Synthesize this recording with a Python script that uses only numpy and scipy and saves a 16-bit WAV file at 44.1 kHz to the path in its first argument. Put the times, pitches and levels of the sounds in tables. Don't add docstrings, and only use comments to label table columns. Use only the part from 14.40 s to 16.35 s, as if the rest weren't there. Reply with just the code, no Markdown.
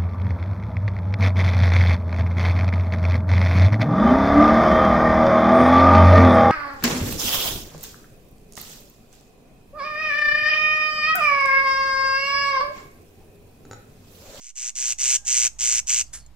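import sys
import numpy as np
from scipy import signal
from scipy.fft import rfft, irfft
from scipy.io import wavfile

SR = 44100
rng = np.random.default_rng(int(sys.argv[2]) if len(sys.argv) > 2 else 0)


def file_out(sig):
    cols = np.atleast_2d(sig).T
    lim = np.clip(cols, -1, 1)
    pcm = np.round(lim * 32767).astype(np.int16)
    wavfile.write(sys.argv[1], SR, pcm)


N = 85995
T = np.arange(N) / SR

# (first throb [s], last throb [s], throbs [count])
RASP_TIMES = [(-.045, .1105, 20), (.157, .303, 19), (.356, .5305, 23), (.588, .768, 24), (.856, 1.076, 28),
              (1.1925, 1.4, 26), (1.472, 1.6205, 19)]
# (level [dB], rise over the rasp [dB], weakness of the first throb [dB])
RASP_LEVELS = [(-19.5, -9.5, 15), (-20, -2.2, 11), (-20.5, 4, 4.5), (-19, 3.9, 9.5), (-19, 4.6, 16.5),
               (-19.5, 0.7, 13), (-19, -1.9, 14.5)]
CLICK_LEVELS = [-4, 0, 0, -4, -12, -20]
# (frequency [Hz], width [Hz], relative level [dB])
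THROAT_MODES = [(1502, 128, -23.5), (2072, 350, -18.5), (2780, 560, -15), (4495, 430, -26.5)]
# (frequency [Hz], width [Hz], relative level [dB])
BEAK_MODES = [(5340, 1630, -15.5), (6193, 1015, 4), (7850, 945, 0.5), (8506, 320, -1), (9570, 330, -21)]
# (frequency [Hz], level per Hz [dB])
WING_SPECTRUM = [(500, -20), (1000, -20), (1650, -7.5), (2500, -16), (4500, -11.5), (6800, -1), (10200, -4),
                 (12000, -15), (15000, -49)]
# (start [s], end [s], first frequency [Hz], last frequency [Hz])
WHISTLE_GLIDES = [(1.62, 1.705, 5150, 4600), (1.76, 1.89, 4650, 4200), (1.775, 1.835, 5350, 5050),
                  (1.14, 1.18, 6450, 6350)]
WHISTLE_LEVELS = [-56, -61, -61, -62]
# (start [s], end [s], frequency [Hz])
HOOT_TONES = [(.81, .93, 808), (.77, .823, 1616), (.829, .87, 1616)]
HOOT_LEVELS = [-63, -60, -59]
# (frequency [Hz], level per Hz [dB])
AIR_SPECTRUM = [(20, -7), (40, 0), (80, -16.5), (200, -28), (450, -43), (800, -39), (1300, -44.5),
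                (4000, -48.5), (7000, -54), (15000, -59)]
# (time [s], level [dB])
RUMBLE_LEVELS = [(0.3, -68.5), (0.68, -59.5), (1.118, -60.5), (1.38, -56.5), (1.71, -59), (1.83, -53.5),
                 (1.95, -57.5)]
# (frequency [Hz], width of each of two resonances [Hz], level relative to RUMBLE_LEVELS [dB])
HUM_BANDS = [(55, 9, 3), (118, 12, -7), (160, 12, -12)]
# (frequency [Hz], likeness [-1 to 1])
PORT_LIKENESS = [(60, 0.83), (180, 0.7), (550, 0.69), (1650, 0.54), (4970, 0.02), (15000, 0.44)]
# (frequency [Hz], lag [rad])
PORT_LAG = [(300, .1), (3100, .35), (4100, 1.1), (5500, 1.85), (7900, 2.0), (9500, 2.8), (11500, 3.3),
            (15000, 4.5)]
PORT_OFFSET = [
    [.002],
    [.0052],
]

SLOWING, THROB_JITTER_S, THROB_SPREAD_DB = .025, .00025, .4
ATTACK_S, LAST_THROB_DB = .02, -8
CLICK_GAP_S, CLICK_JITTER_S, CLICK_SPREAD_DB = .0011, .00025, 1.5
TICK_LEAD_S, TICK_DB = .0055, -21
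BEAK_PUFF_S, THROAT_PUFF_S, PUFF, THROAT_CLICK, BREATH_DB = .00025, .0018, .25, .6, -28
TOP_HZ, BOTTOM_HZ = 10800, 1160
TREBLE_HZ, TREBLE_DB, BODY_DB, VOICE_GAIN_DB = 9700, -26.5, -36, 26.5
WING_S, WING_ATTACK_S, WING_HOLD_S, WING_T60_S = 1.727, .01, .03, .16
WING_GRAINS_PER_S, WING_DB = 1700, -34.5
CHIP_S, CHIP_HZ, CHIP_T60_S, CHIP_DB = 1.862, 7000, .04, -46
NEAR_T60_S, NEAR_DB, ECHO_T60_S, ECHO_DB = .08, -16, .3, -24
HISS_DB = -57.5
LEFT_DB, LEFT_BASS_DB = -.5, -1.0
CEILING, STOPBAND_HZ = .36, 16100
FADE_SLOPE_S, FADE_START, FADE_POWER = .7, .052, 1.25


def rasps():
    clicks, breath = np.zeros(N + SR), np.zeros(N)
    for (first, last, throbs), (level_db, swell_db, weak_db) in zip(RASP_TIMES, RASP_LEVELS):
        u = np.linspace(0, 1, throbs)
        progress = u - SLOWING * u * (1 - u)
        throb_s = first + (last - first) * progress + THROB_JITTER_S * rng.standard_normal(throbs)
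        weakness = np.clip(1 - (throb_s - first) / ATTACK_S, 0, 1)
        throb_db = level_db + swell_db * (u - .5) - weak_db * weakness + LAST_THROB_DB * (u == 1)

        during = (T > first) * (T < last + 4 * CLICK_GAP_S)
        breath += amp(np.interp(T, throb_s, throb_db) + BREATH_DB) * during

        chance = rng.standard_normal((throbs, 13))
        at = throb_s[:, None] + CLICK_GAP_S * (np.arange(6) - 2) + CLICK_JITTER_S * chance[:, :6]
        spread_db = CLICK_SPREAD_DB * chance[:, 6:12] + THROB_SPREAD_DB * chance[:, 12:]
        size = amp(throb_db[:, None] + np.array(CLICK_LEVELS) + spread_db)
        at = np.append(at, first - TICK_LEAD_S)
        size = np.append(size, amp(level_db + TICK_DB))
        np.add.at(clicks, (at[at > 0] * SR).astype(int), size[at > 0])

    clicks = clicks[:N] + 1e-18
    noise = rng.standard_normal((2, N))
    sharp = clicks + (PUFF * dying(clicks, BEAK_PUFF_S) + breath) * noise[0]
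    soft = THROAT_CLICK * clicks + PUFF * dying(clicks, THROAT_PUFF_S) * noise[1]
    voice = resonances(sharp, BEAK_MODES) + resonances(soft, THROAT_MODES)
    voice = butter(butter(voice, TOP_HZ, "low", order=8), BOTTOM_HZ, "high", order=4)
    treble = amp(TREBLE_DB) * butter(sharp, [TREBLE_HZ, 15000], "band", order=2)
    body = amp(BODY_DB) * butter(soft, [300, 1200], "band", order=2)
    return amp(VOICE_GAIN_DB) * (voice + treble + body)


def wings():
    struck = rng.random(N) < WING_GRAINS_PER_S / SR
    grains = struck * rng.standard_normal(N) + .15 * rng.standard_normal(N)
    rise = np.clip((T - WING_S) / WING_ATTACK_S, 0, 1)
    decay = amp(-60 * np.maximum(T - WING_S - WING_HOLD_S, 0) / WING_T60_S)
    rustle = amp(WING_DB) * rise * decay * rms_one(coloured(grains, WING_SPECTRUM))

    chip_decay = amp(CHIP_DB - 60 * np.maximum(T - CHIP_S, 0) / CHIP_T60_S)
    chip_tone = rms_one(resonance(rng.standard_normal(N), CHIP_HZ, 500))
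    return rustle + (T > CHIP_S) * chip_decay * chip_tone


def leaves(x):
    t = T[:SR // 2]
    near = amp(NEAR_DB) * rms_one(amp(-60 * t / NEAR_T60_S))
    echo = amp(ECHO_DB) * rms_one(amp(-60 * t / ECHO_T60_S))
    response = (near + echo) * rng.standard_normal((2, len(t))) / np.sqrt(len(t))
    return signal.fftconvolve(x[None], response, axes=1)[:, :N]


def ports(x):
    lag = at_hz(PORT_LAG, np.fft.rfftfreq(N, 1 / SR))
    turn = np.exp(-.5j * lag * np.array([[1], [-1]]))
    return irfft(rfft(x) * turn, N) * amp([[LEFT_DB], [-LEFT_DB]])


def far_whistles():
    tones = 0
    for (start, end, from_hz, to_hz), db in zip(WHISTLE_GLIDES, WHISTLE_LEVELS):
        hz = np.interp(T, [start, end], [from_hz, to_hz])
        phase = 2 * np.pi * np.cumsum(hz) / SR
        tones = tones + amp(db) * swell(start, end) * np.sin(phase)
    waver = rms_one(butter(rng.standard_normal(N), 200, "low", order=2) + .07)
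    return tones * waver


def far_hoot():
    return sum(amp(db) * swell(start, end) ** .5 * np.sin(2 * np.pi * hz * T)
               for (start, end, hz), db in zip(HOOT_TONES, HOOT_LEVELS))


def air():
    mid, side = rfft(rng.standard_normal((2, N)))
    hz = np.fft.rfftfreq(N, 1 / SR)
    alike = np.clip(at_hz(PORT_LIKENESS, hz), -1, 1)
    pair = np.sqrt(1 + alike) * mid + np.sqrt(1 - alike) * side * [[1], [-1]]
    both = rms_one(irfft(amp(at_hz(AIR_SPECTRUM, hz)) * pair, N))
    low = butter(both, 405, "low", order=2)
    hums = sum(amp(db) * rms_one(resonance(resonance(rng.standard_normal(N), f, w), f, w))
               for f, w, db in HUM_BANDS)
    level = amp(np.interp(T, *np.transpose(RUMBLE_LEVELS)))
    rumble = (low + hums) * level * amp([[LEFT_BASS_DB], [-LEFT_BASS_DB]])
    return rumble + amp(HISS_DB) * rms_one(both - low)


def amp(db):
    return 10 ** (np.asarray(db) / 20)


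def rms_one(x):
    return x / np.sqrt(np.mean(x ** 2) + 1e-20)


def at_hz(points, hz):
    table = np.array(points)
    return np.interp(np.log(hz + 1), np.log(table[:, 0]), table[:, 1])


def butter(x, hz, kind, order):
    return signal.sosfilt(signal.butter(order, hz, kind, fs=SR, output="sos"), x)


def resonance(x, hz, width_hz):
    r = np.exp(-np.pi * width_hz / SR)
    feedback = [1, -2 * r * np.cos(2 * np.pi * hz / SR), r * r]
    return signal.lfilter([(1 - r * r) / 2, 0, (r * r - 1) / 2], feedback, x)


def resonances(x, table):
    return sum((-1) ** k * amp(db) * resonance(x, hz, w) for k, (hz, w, db) in enumerate(table))


def dying(x, decay_s):
    return signal.lfilter([1], [1, -np.exp(-1 / (decay_s * SR))], x)


def coloured(x, spectrum):
    return irfft(rfft(x) * amp(at_hz(spectrum, np.fft.rfftfreq(N, 1 / SR))), N)


def swell(start, end):
    return np.sqrt(np.sin(np.pi * np.clip((T - start) / (end - start), 0, 1)) ** 2 + 1e-12)


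def scene():
    near = rasps() + wings()
    return ports(near) + leaves(near) + far_whistles() + far_hoot() + air()


def record(dry):
    rounded = CEILING * np.tanh(dry / CEILING)
    fade = np.clip(T / FADE_SLOPE_S + FADE_START, 0, 1) ** FADE_POWER
    top_cut = signal.cheby2(16, 70, STOPBAND_HZ, fs=SR, output="sos")
    return signal.sosfilt(top_cut, rounded * fade + PORT_OFFSET)


dry = scene()
out = record(dry)
file_out(out)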